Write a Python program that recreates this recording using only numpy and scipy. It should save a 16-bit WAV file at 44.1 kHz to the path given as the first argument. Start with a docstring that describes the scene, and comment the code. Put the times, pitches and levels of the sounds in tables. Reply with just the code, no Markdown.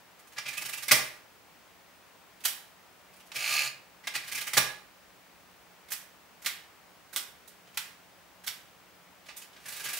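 """A quiet furnished room, with a hand-cranked steel calculator on a wooden table.
The clearing crank spins the dials back with a clatter and hits its stop, a pawl buzzes over a toothed rack,
keys latch one by one, then the main crank starts to turn. Blows and rubbing are showers of tiny metal contacts
coloured by ringing steel and wood; the pawl is a run of pings. Shaped noise gives the room's murmur and
microphone hiss, with a faint hum and a thin high whine as sines."""
import sys
import numpy as np
from scipy import signal
from scipy.fft import rfft, irfft, next_fast_len
from scipy.io import wavfile

SR = 44100
rng = np.random.default_rng(int(sys.argv[2]) if len(sys.argv) > 2 else 0)


def transcribe(u):
    """Save the signal u as a 16-bit wav file named by the first command-line argument.

    u: samples, shape (n,) or (channels, n), limited to [-1, 1]; the rate is SR.
    q: integer samples, one column per channel.
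    """
    v = np.clip(np.atleast_2d(u).T, -1, 1)
    q = np.round(v * 32767).astype(np.int16)
    wavfile.write(sys.argv[1], SR, q)


N = 440559   # length in samples

# Room air and microphone hiss, spectrum shape: freq_hz, level_db (relative, per Hz)
MURMUR_SPECTRUM = [(15, -59), (25, -39), (49, -14), (147, -8.5), (178, -3), (209, -7.5), (304, -6),
                   (339, -7), (823, -5), (2050, -9), (2410, -9.5), (3910, -15), (4600, -15.5),
                   (10600, -21.5), (15400, -19.5)]
# How alike the murmur is on both sides: freq_hz, likeness (-1 to 1)
MURMUR_LIKENESS = [(60, 0.68), (180, 0.28), (550, 0.66), (1650, 0.55), (4970, 0.25), (15000, 0.1)]
# Side balance of the murmur: freq_hz, left_minus_right_db
MURMUR_TILT = [(60, -17.5), (180, -4.5), (550, 3.5), (1650, 2), (4970, 1.0), (15000, -4)]
# Drifting faint hum, before its side balance: time_s, pitch_hz, level_db
HUM_DRIFT = [(0, 181, -93), (2, 181.1, -76), (9.99, 180.3, -73)]
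# Thin steady whine near the top: pitch_hz, level_db
WHINE_TONES = [(15600, -83), (15625, -77.5), (15650, -88)]
MURMUR_DB = -58.5

# Decay of the room's tail: freq_hz, t60_s
ROOM_DECAY = [(100, 0.41), (260, 0.45), (700, 0.52), (1840, 0.46), (4850, 0.34), (12800, 0.27)]
# Side balance of the machine and its room sound: freq_hz, left_minus_right_db
PORT_TILT = [(60, -5), (200, -18), (500, -2), (2000, -0.5), (4000, -5), (8000, -5), (14000, -2.5)]

# Table top modes, before a common boost: pitch_hz, width_hz, level_db
TABLE_MODES = [(46.4, 5, -13.5), (133.8, 14, 6), (190, 34, -3.5), (249, 56, -1.5)]
# Frame modes, before a common trim: pitch_hz, width_hz, level_db
FRAME_MODES = [(619, 56, 11.5), (864, 130, 7), (1191, 34, 17.5), (1666, 51, 12.5), (1898, 120, -1.5),
               (2070, 37, 7.5), (2370, 64.5, 9.5), (2537, 110, 3), (2720, 44, 1.5), (3720, 55, 4.5),
               (4510, 92, -4), (4670, 53, -1), (5640, 48, -17), (7100, 49, -11), (8150, 100, 1.5),
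               (9650, 140, 11.5), (11100, 51, -1.5)]
# Pawl and rack modes, before common widening and boost: pitch_hz, width_hz, level_db
PAWL_MODES = [(690, 92, -6), (1200, 9.9, 2.5), (1680, 71, -8), (2550, 160, -4), (2870, 25, -9),
              (4350, 66, 3.5), (4860, 80, -2), (4980, 28, -5), (5960, 130, -7), (6830, 240, -3.5),
              (8600, 140, -8), (9050, 140, -11), (9700, 120, -13), (11560, 40, -1), (13400, 74, -20)]
# Overall colour of the steel machine: freq_hz, gain_db
STEEL_COLOUR = [(120, -19), (250, 3), (450, 4), (750, 3.5), (1200, 1), (2200, 4.5), (4000, 3), (8000, 5.5),
                (12000, 4.5), (16000, 4)]
# Extra colour of the key stems: freq_hz, gain_db
KEY_STEM_COLOUR = [(300, -10.5), (800, -3), (1500, -0.5), (2300, -4.5), (3400, -3), (6000, -2.5),
                   (12000, 0.5)]

# Levels from here on are drive levels, before the bodies and the room colour them.
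# Shafts and wheels rubbing while a crank turns, one list per span: time_s, level_db
RUBBING_SPANS = [
    [(0.36, -66), (0.548, -53), (0.66, -69), (0.92, -55)],
    [(3.33, -61), (3.394, -46), (3.542, -38), (3.676, -45), (3.72, -77)],
    [(4.05, -62), (4.536, -58), (4.58, -34)],
    [(9.6, -66), (9.712, -53.5), (9.99, -54)],
]
RUB_DULL_DB, RUB_BRIGHT_DB = -19, -2.5   # against the middle part

# The rack speeds up under the pawl: time_s, teeth_passed (count)
RACK_MOTION = [(3.3583, 0), (3.3704, 1), (3.461, 6), (3.5254, 10), (3.6054, 16), (3.6744, 21)]
# Strength of the tooth drops: time_s, level_db
DROP_STRENGTH = [(3.36, -30.5), (3.48, -19), (3.54, -27), (3.59, -16), (3.675, -48)]

# A finger lands on a key or its stem starts to slide: start_s, level_db, bright_db, ring_hz, fall_s
KEY_TOUCHES = [(2.4039, -46.5, -2, 2700, 0.011), (2.439, -32.5, 0, 2600, 0.011),
               (2.4784, -33, 0, 3090, 0.0074), (5.8845, -45, -4, 2090, 0.012), (5.905, -37, 3, 2510, 0.024),
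               (6.4205, -44.5, 2, 2150, 0.017), (6.4464, -36, -1, 2110, 0.027),
               (7.1297, -40, 2, 1610, 0.032), (7.477, -49.5, 7, 3960, 0.011),
               (7.671, -50.5, -17, 3180, 0.009), (7.7414, -47, -5, 2650, 0.02),
               (8.4385, -41.5, -2, 1640, 0.013), (8.465, -39, 5, 4000, 0.012)]
# A pressed key snaps into its latch:
# start_s, level_db, dull_db, bright_db, ring_hz, second_ring_hz, rise_s, fall_s
KEY_LATCHES = [(2.4509, -18, -16.5, 1.5, 3130, 11600, 0.007, 0.0067),
               (5.919, -27, -23, 1.5, 1870, 6060, 0.0074, 0.0087),
               (6.4608, -17.5, -23, -6.5, 3320, 2070, 0.0019, 0.0086),
               (7.1612, -20.5, -13.5, -0.5, 3440, 5000, 0.0012, 0.013),
               (7.773, -18.5, -33, -4, 2570, 1490, 0.0025, 0.0056),
               (8.473, -23.5, -26, -4.5, 3400, 5100, 0.0057, 0.0098)]
TOUCH_RISE_S, TOUCH_THUD_DB, TOUCH_DULL_DB, TOUCH_RING_DB = 0.0048, -34, -11, 0
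LATCH_THUD_DB, LATCH_RING_DB = -41.0, -3.5

# Wheels and levers ticking as the clearing crank is handled or turned:
# time_s (the swell starts TICK_LEAD_S earlier), level_db, bright_db, ring_hz
WHEEL_TICKS = [(0.192, -51, 3, 1200), (0.273, -52, 4, 1250), (0.324, -45.5, -2, 1780),
               (0.368, -35, -16, 1710), (0.46, -29, -15, 2550), (0.482, -29.5, -2, 2400),
               (0.531, -36, 0, 1800), (0.575, -29.5, 1.5, 2630), (0.617, -30, 1.5, 2240),
               (0.655, -30.5, 2.5, 2930), (0.690, -32, 2.5, 1830), (0.732, -28, 0.5, 2600),
               (0.776, -33.5, 2, 2850), (0.827, -31.5, 2.5, 1840), (0.888, -23, -15, 2180),
               (3.134, -52, 1, 2550), (3.164, -57, 8, 2330), (3.201, -48.5, -2, 2830),
               (3.264, -57, 8, 1220), (3.347, -35.5, 0, 1200), (4.039, -42.5, -17, 1930),
               (4.142, -29, -4, 2550), (4.155, -22.5, -5.5, 1880), (4.242, -40, -4, 2060),
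               (4.277, -36.5, 3, 2900), (4.290, -38, -13, 1680), (4.320, -27.5, 0.5, 2060),
               (4.351, -27.5, 2, 2440), (4.378, -28, -1, 2140), (4.411, -29.5, 1, 3060),
               (4.472, -28, 2, 2110), (4.539, -27, -3, 2020)]
# Heavier gears of the main crank mesh in longer, duller ticks: start_s, level_db, bright_db, ring_hz
CRANK_GEARS = [(9.260, -43.5, -5, 3530), (9.285, -36.5, -25, 2650), (9.365, -45, 13, 3540),
               (9.417, -42.5, -0.5, 3060), (9.529, -48, -12, 3140), (9.561, -46, -16, 1620),
               (9.656, -34.5, -1, 1730), (9.681, -41, 9, 1690), (9.721, -37, 4, 2870),
               (9.761, -36.5, 3, 1620), (9.796, -36, 1, 1670), (9.839, -34, 6.5, 2900),
               (9.854, -32, -6, 1610), (9.886, -31, 2.5, 1670), (9.930, -30.5, 5.5, 2750),
               (9.968, -35, 6, 2580)]
# The clearing crank engages, trips a lever or meets its stop:
# start_s, level_db, thud_db, dull_db, bright_db, ring_hz, left_minus_right_db, rise_s
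CRANK_KNOCKS = [(0.3808, -22, -37, -33, -12, 1930, -0.5, 0.007),
                (0.8815, -26.5, -36, -18, 8.5, 2050, -1, 0.002),
                (0.9108, -10, -34, -17, -11, 2460, 11.5, 0.0022),
                (0.915, -5, -27.5, -8.5, 2, 1960, -4, 0.0064),
                (3.3175, -29.5, -37, -30, -14, 2320, -2, 0.002),
                (3.3567, -24.5, -32.5, -16, -4, 2260, 1, 0.0127),
                (4.0706, -20, -45, -20, -7.5, 2100, 0.5, 0.0069),
                (4.533, -20.5, -30, -21, 0, 2000, 1, 0.0032),
                (4.5696, -7, -30.5, -12, -2, 1660, -1.5, 0.013)]
TICK_LEAD_S, TICK_RISE_S, TICK_FALL_S = 0.004, 0.013, 0.0076
TICK_THUD_DB, TICK_DULL_DB, TICK_RING_DB = -34.5, -17.5, 3.5
CRANK_RISE_S, CRANK_FALL_S = 0.0074, 0.019
CRANK_THUD_DB, CRANK_DULL_DB, CRANK_RING_DB = -27.5, -13.0, 3
KNOCK_FALL_S, KNOCK_RING_DB, KNOCK_HIGH_HZ = 0.0056, -6.5, 5380

# Some small part rings along with each light blow, in this range: lowest_hz, highest_hz
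HIGH_RING_RANGE = (4300, 7450)
SCATTER_DB, MACHINE_PAN_DB, PAN_SCATTER_DB = 3.5, -0.3, 1.5   # no two light blows are alike
CUTOFF_HZ = 15700


def amp(db):
    """dB to gain."""
    return 10 ** (np.asarray(db) / 20)


def rms_one(x):
    """Scale to rms 1."""
    return x / np.sqrt(np.mean(x ** 2) + 1e-20)


def at_hz(points, hz):
    """Read a (freq_hz, value) table on a log frequency axis."""
    points_hz, values = np.transpose(points)
    return np.interp(np.log(hz + 1), np.log(points_hz), values)


def coloured(x, gain_of_hz):
    """Filter by a smooth gain over frequency."""
    size = next_fast_len(x.shape[-1])
    spectrum = rfft(x, size) * gain_of_hz(np.fft.rfftfreq(size, 1 / SR))
    return irfft(spectrum, size)[..., :x.shape[-1]]


def side_balance(pair, points):
    """Give each side half of the left-right level difference at every frequency."""
    return coloured(pair, lambda hz: amp(np.outer([.5, -.5], at_hz(points, hz))))


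def resonance(x, hz, width):
    """One ringing mode: a two-pole peak of gain 1."""
    r = np.exp(-np.pi * width / SR)
    zeros = np.array([1, 0, -1]) * (1 - r * r) / 2
    poles = [1, -2 * r * np.cos(2 * np.pi * hz / SR), r * r]
    return signal.lfilter(zeros, poles, x + 1e-18)


def body(x, modes, widen, modes_db):
    """Broad radiation with the modes standing out of it."""
    return x + sum(amp(db + modes_db) * resonance(x, hz, widen * width) for hz, width, db in modes)


def contacts(per_s, uneven_db):
    """Random tiny metal contacts of uneven size, as dull, middle and bright parts, each of rms 1."""
    struck = rng.random(N) < per_s / SR
    sizes = struck * amp(uneven_db * np.minimum(rng.exponential(1, N), 3))
    parts = []
    for hz, kind in [([300, 1200], "band"), ([1200, 5000], "band"), (5000, "high")]:
        band = signal.butter(2, hz, kind, fs=SR, output="sos")
        parts.append(rms_one(signal.sosfilt(band, sizes * rng.choice([-1, 1], N))))
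    return np.array(parts)


def murmur():
    """Steady room air and microphone hiss, partly alike on both sides, with a faint hum and whine."""
    def share_gain(hz, sign):
        likeness = np.clip(at_hz(MURMUR_LIKENESS, hz), -1, 1)
        return amp(at_hz(MURMUR_SPECTRUM, hz)) * np.sqrt(1 + sign * likeness)

    mid, side = rng.standard_normal((2, N))
    mid = coloured(mid, lambda hz: share_gain(hz, 1))
    side = coloured(side, lambda hz: share_gain(hz, -1))
    pair = np.array([mid + side, mid - side]) / np.sqrt(np.mean(mid ** 2))
    pair = side_balance(pair, MURMUR_TILT)

    t = np.arange(N) / SR
    s, hz, db = np.transpose(HUM_DRIFT)
    hum_phase = 2 * np.pi * np.cumsum(np.interp(t, s, hz)) / SR
    hum = np.sqrt(2) * amp(np.interp(t, s, db)) * np.sin(hum_phase)
    whine = sum(np.sqrt(2) * amp(db) * np.sin(2 * np.pi * (hz * t + rng.random()))
                for hz, db in WHINE_TONES)
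    return amp(MURMUR_DB) * pair + hum * amp([[-2.0], [1.5]]) + whine


def room(x, wet_db):
    """Each side hears its own diffuse tail, dying band by band."""
    t, tail = np.arange(SR) / SR, 0
    edges = 70 * 2 ** np.arange(0, 8.1, .5)   # half-octave bands
    white = rng.standard_normal((2, 2, SR))
    for k, (low, high) in enumerate(zip(edges, edges[1:])):
        sos = signal.butter(2, [low, high], "band", fs=SR, output="sos")
        band = signal.sosfilt(sos, white[k % 2])   # neighbouring bands use separate noise
        t60 = np.clip(at_hz(ROOM_DECAY, np.sqrt(low * high)), .05, 1.5)
        tail = tail + band * amp(-60 * t / t60)
    alike = 0.23   # walls near the microphone send both sides much the same echoes
    tail = (tail + alike * tail[::-1]) * np.minimum(t / 0.00067, 1)
    tail = tail / np.sqrt(np.sum(tail ** 2) / 2)
    return amp(wet_db) * signal.fftconvolve(x, tail, axes=1)[:, :N]


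def table_top(push):
    """The wooden table booms in its few low modes when it is pushed."""
    return sum(amp(db + 6.5) * resonance(resonance(push, hz, 2.4 * width), hz, width)
               for hz, width, db in TABLE_MODES)


def shaken_table(rub):
    """Turning shakes the table top in its second mode."""
    hz = TABLE_MODES[1][0]
    return amp(27.5) * resonance(resonance(rub, hz, 30.0), hz, 29.0)


def along(spans):
    """Level over time, silent between the spans."""
    t = np.arange(N) / SR
    return sum(amp(np.interp(t, *np.transpose(rows), left=-200, right=-200)) for rows in spans)


def rubbing():
    """Dense contacts that follow the turning effort."""
    return along(RUBBING_SPANS) * (amp([RUB_DULL_DB, 0, RUB_BRIGHT_DB]) @ contacts(6000, 2.3))


def tooth_drops():
    """The pawl drops each time one more tooth has passed."""
    s, teeth = np.transpose(RACK_MOTION)
    s = np.interp(np.arange(teeth[-1] + 1), teeth, s)
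    return s, np.interp(s, *np.transpose(DROP_STRENGTH)) + rng.normal(0, 1.5, len(s))


def ratchet(rub):
    """Each tooth drop is a short ping with a weaker rebound; pawl and rack ring on in a burst after it."""
    drops, rebounds = np.zeros((2, N))
    s, db = tooth_drops()
    drops[np.round(s * SR).astype(int)] = amp(db)
    rebound_db = db - 11.5 + rng.normal(0, 3.8, len(s))
    rebounds[np.round((s + .0038) * SR).astype(int)] = amp(rebound_db)
    ping = amp(36.0) * resonance(resonance(drops + rebounds, 2610, 400), 2340, 480)
    rack = amp(35.0) * resonance(resonance(rebounds, 4200, 400), 4200, 600)
    shaken = signal.lfilter([1], [1, -np.exp(-1 / (0.007 * SR))], drops > 0)   # dies over 7 ms
    chatter = rub * shaken
    modes_only = body(chatter, PAWL_MODES, widen=1.26, modes_db=15.5) - chatter
    return ping + rack + amp(4.0) * modes_only


def blows(rows, crest_db, high_db, ring_width, rattle_db, rattle_s, snap_db):
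    """Showers of contacts that swell and die; the struck part rings and the table takes the push."""
    steel, push = np.zeros((2, N)), np.zeros(N)
    t = np.arange(SR // 3) / SR
    centre = contacts(12000, 3.5)
    spread = contacts(12000, 1.5) * [[.25], [.35], [.75]]
    grains = np.array([centre + spread, centre - spread])   # contacts lie along the whole carriage
    for s, db, thud_db, dull_db, bright_db, low_hz, low_db, high_hz, pan_db, rise, fall in rows:
        start = round(s * SR)
        at = slice(start, min(N, start + len(t)))
        rise, fall = max(rise, 2e-4), max(fall, 1e-3)
        after = np.maximum(t - rise, 0)
        swell = np.sin(np.pi / 2 * np.minimum(t / rise, 1)) ** 0.67
        blow = (swell * np.exp(-after / fall))[:at.stop - at.start]
        rattle = amp(rattle_db) * swell * np.exp(-after / rattle_s)   # loose wheels shake on
        rattle = rattle[:at.stop - at.start]

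        shower = (blow + rattle) * (amp([dull_db, 0, bright_db]) @ grains[:, :, at])
        low_ring = amp(low_db) * resonance(shower, low_hz, ring_width)
        high_ring = amp(high_db) * resonance(shower, high_hz, 2.6 * ring_width)
        first = (np.arange(len(blow)) == 0) * amp(snap_db)   # the first contact is one hard snap
        snap = resonance(resonance(first, low_hz, 702.0), low_hz, 400.0) + amp(bright_db - 19.0) * first
        struck = shower + low_ring + high_ring + snap
        steel[:, at] += amp(db - crest_db) * struck * amp([[pan_db / 2], [-pan_db / 2]])
        push[at] += amp(db + thud_db) * np.gradient(blow) * rise * SR   # the table feels the change of force
    return steel, push


def light(rows, rise, thud_db, dull_db, ring_db):
    """Light blows share one shape; thud, dullness, ring and side scatter by chance."""
    full = []
    for s, db, bright_db, hz, fall in rows:
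        thud, dull, ring, pan = rng.standard_normal(4)
        high_hz = np.exp(rng.uniform(*np.log(HIGH_RING_RANGE)))
        full.append((s, db, thud_db + SCATTER_DB * thud, dull_db + SCATTER_DB * dull, bright_db,
                     hz, ring_db + SCATTER_DB * ring, high_hz,
                     MACHINE_PAN_DB + PAN_SCATTER_DB * pan, rise, fall))
    return full


def key_blows():
    """Light finger touches and harder latch snaps as full blow descriptions."""
    touches = light(KEY_TOUCHES, TOUCH_RISE_S, TOUCH_THUD_DB, TOUCH_DULL_DB, TOUCH_RING_DB)
    latches = [(s, db, LATCH_THUD_DB, dull_db, bright_db, hz, LATCH_RING_DB, high_hz,
                MACHINE_PAN_DB, rise, fall)
               for s, db, dull_db, bright_db, hz, high_hz, rise, fall in KEY_LATCHES]
    return touches + latches


def wheel_blows():
    """Wheel ticks, gear ticks and heavy crank knocks as full blow descriptions."""
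    ticks = light([(s - TICK_LEAD_S, *row, TICK_FALL_S) for s, *row in WHEEL_TICKS],
                  TICK_RISE_S, TICK_THUD_DB, TICK_DULL_DB, TICK_RING_DB)
    gears = light([(*row, CRANK_FALL_S) for row in CRANK_GEARS],
                  CRANK_RISE_S, CRANK_THUD_DB, CRANK_DULL_DB, CRANK_RING_DB)
    knocks = [(s, db, thud_db, dull_db, bright_db, hz, KNOCK_RING_DB, KNOCK_HIGH_HZ,
               pan_db, rise, KNOCK_FALL_S)
              for s, db, thud_db, dull_db, bright_db, hz, pan_db, rise in CRANK_KNOCKS]
    return ticks + gears + knocks


def scene():
    """Steel parts through the frame, pushes through the table, all into the room."""
    rub = rubbing()
    keys, key_push = blows(key_blows(), crest_db=13.5, high_db=-8.0, ring_width=220,
                           rattle_db=-13, rattle_s=0.057, snap_db=37.5)
    keys = coloured(keys, lambda hz: amp(at_hz(KEY_STEM_COLOUR, hz)))
    wheels, wheel_push = blows(wheel_blows(), crest_db=17.0, high_db=-6.5, ring_width=170,
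                               rattle_db=-18.0, rattle_s=0.06, snap_db=33.5)
    frame = body(wheels + amp(-2.0) * rub, FRAME_MODES, widen=1.0, modes_db=-10.0)
    steel = frame + keys + amp(-6.5) * ratchet(rub)
    machine = coloured(steel, lambda hz: amp(at_hz(STEEL_COLOUR, hz))) + shaken_table(rub)
    table = table_top(wheel_push + key_push)
    heard = machine + table + room(machine + amp(-1.0) * table, wet_db=-5.5)
    return side_balance(heard, PORT_TILT) + murmur()


def record(dry):
    """The loudest peaks are rounded, the top is cut steeply."""
    rounded = 0.62 * np.tanh(dry / 0.62)
    return signal.sosfilt(signal.ellip(12, .3, 75, CUTOFF_HZ, fs=SR, output="sos"), rounded)


dry = scene()
out = record(dry)
transcribe(out)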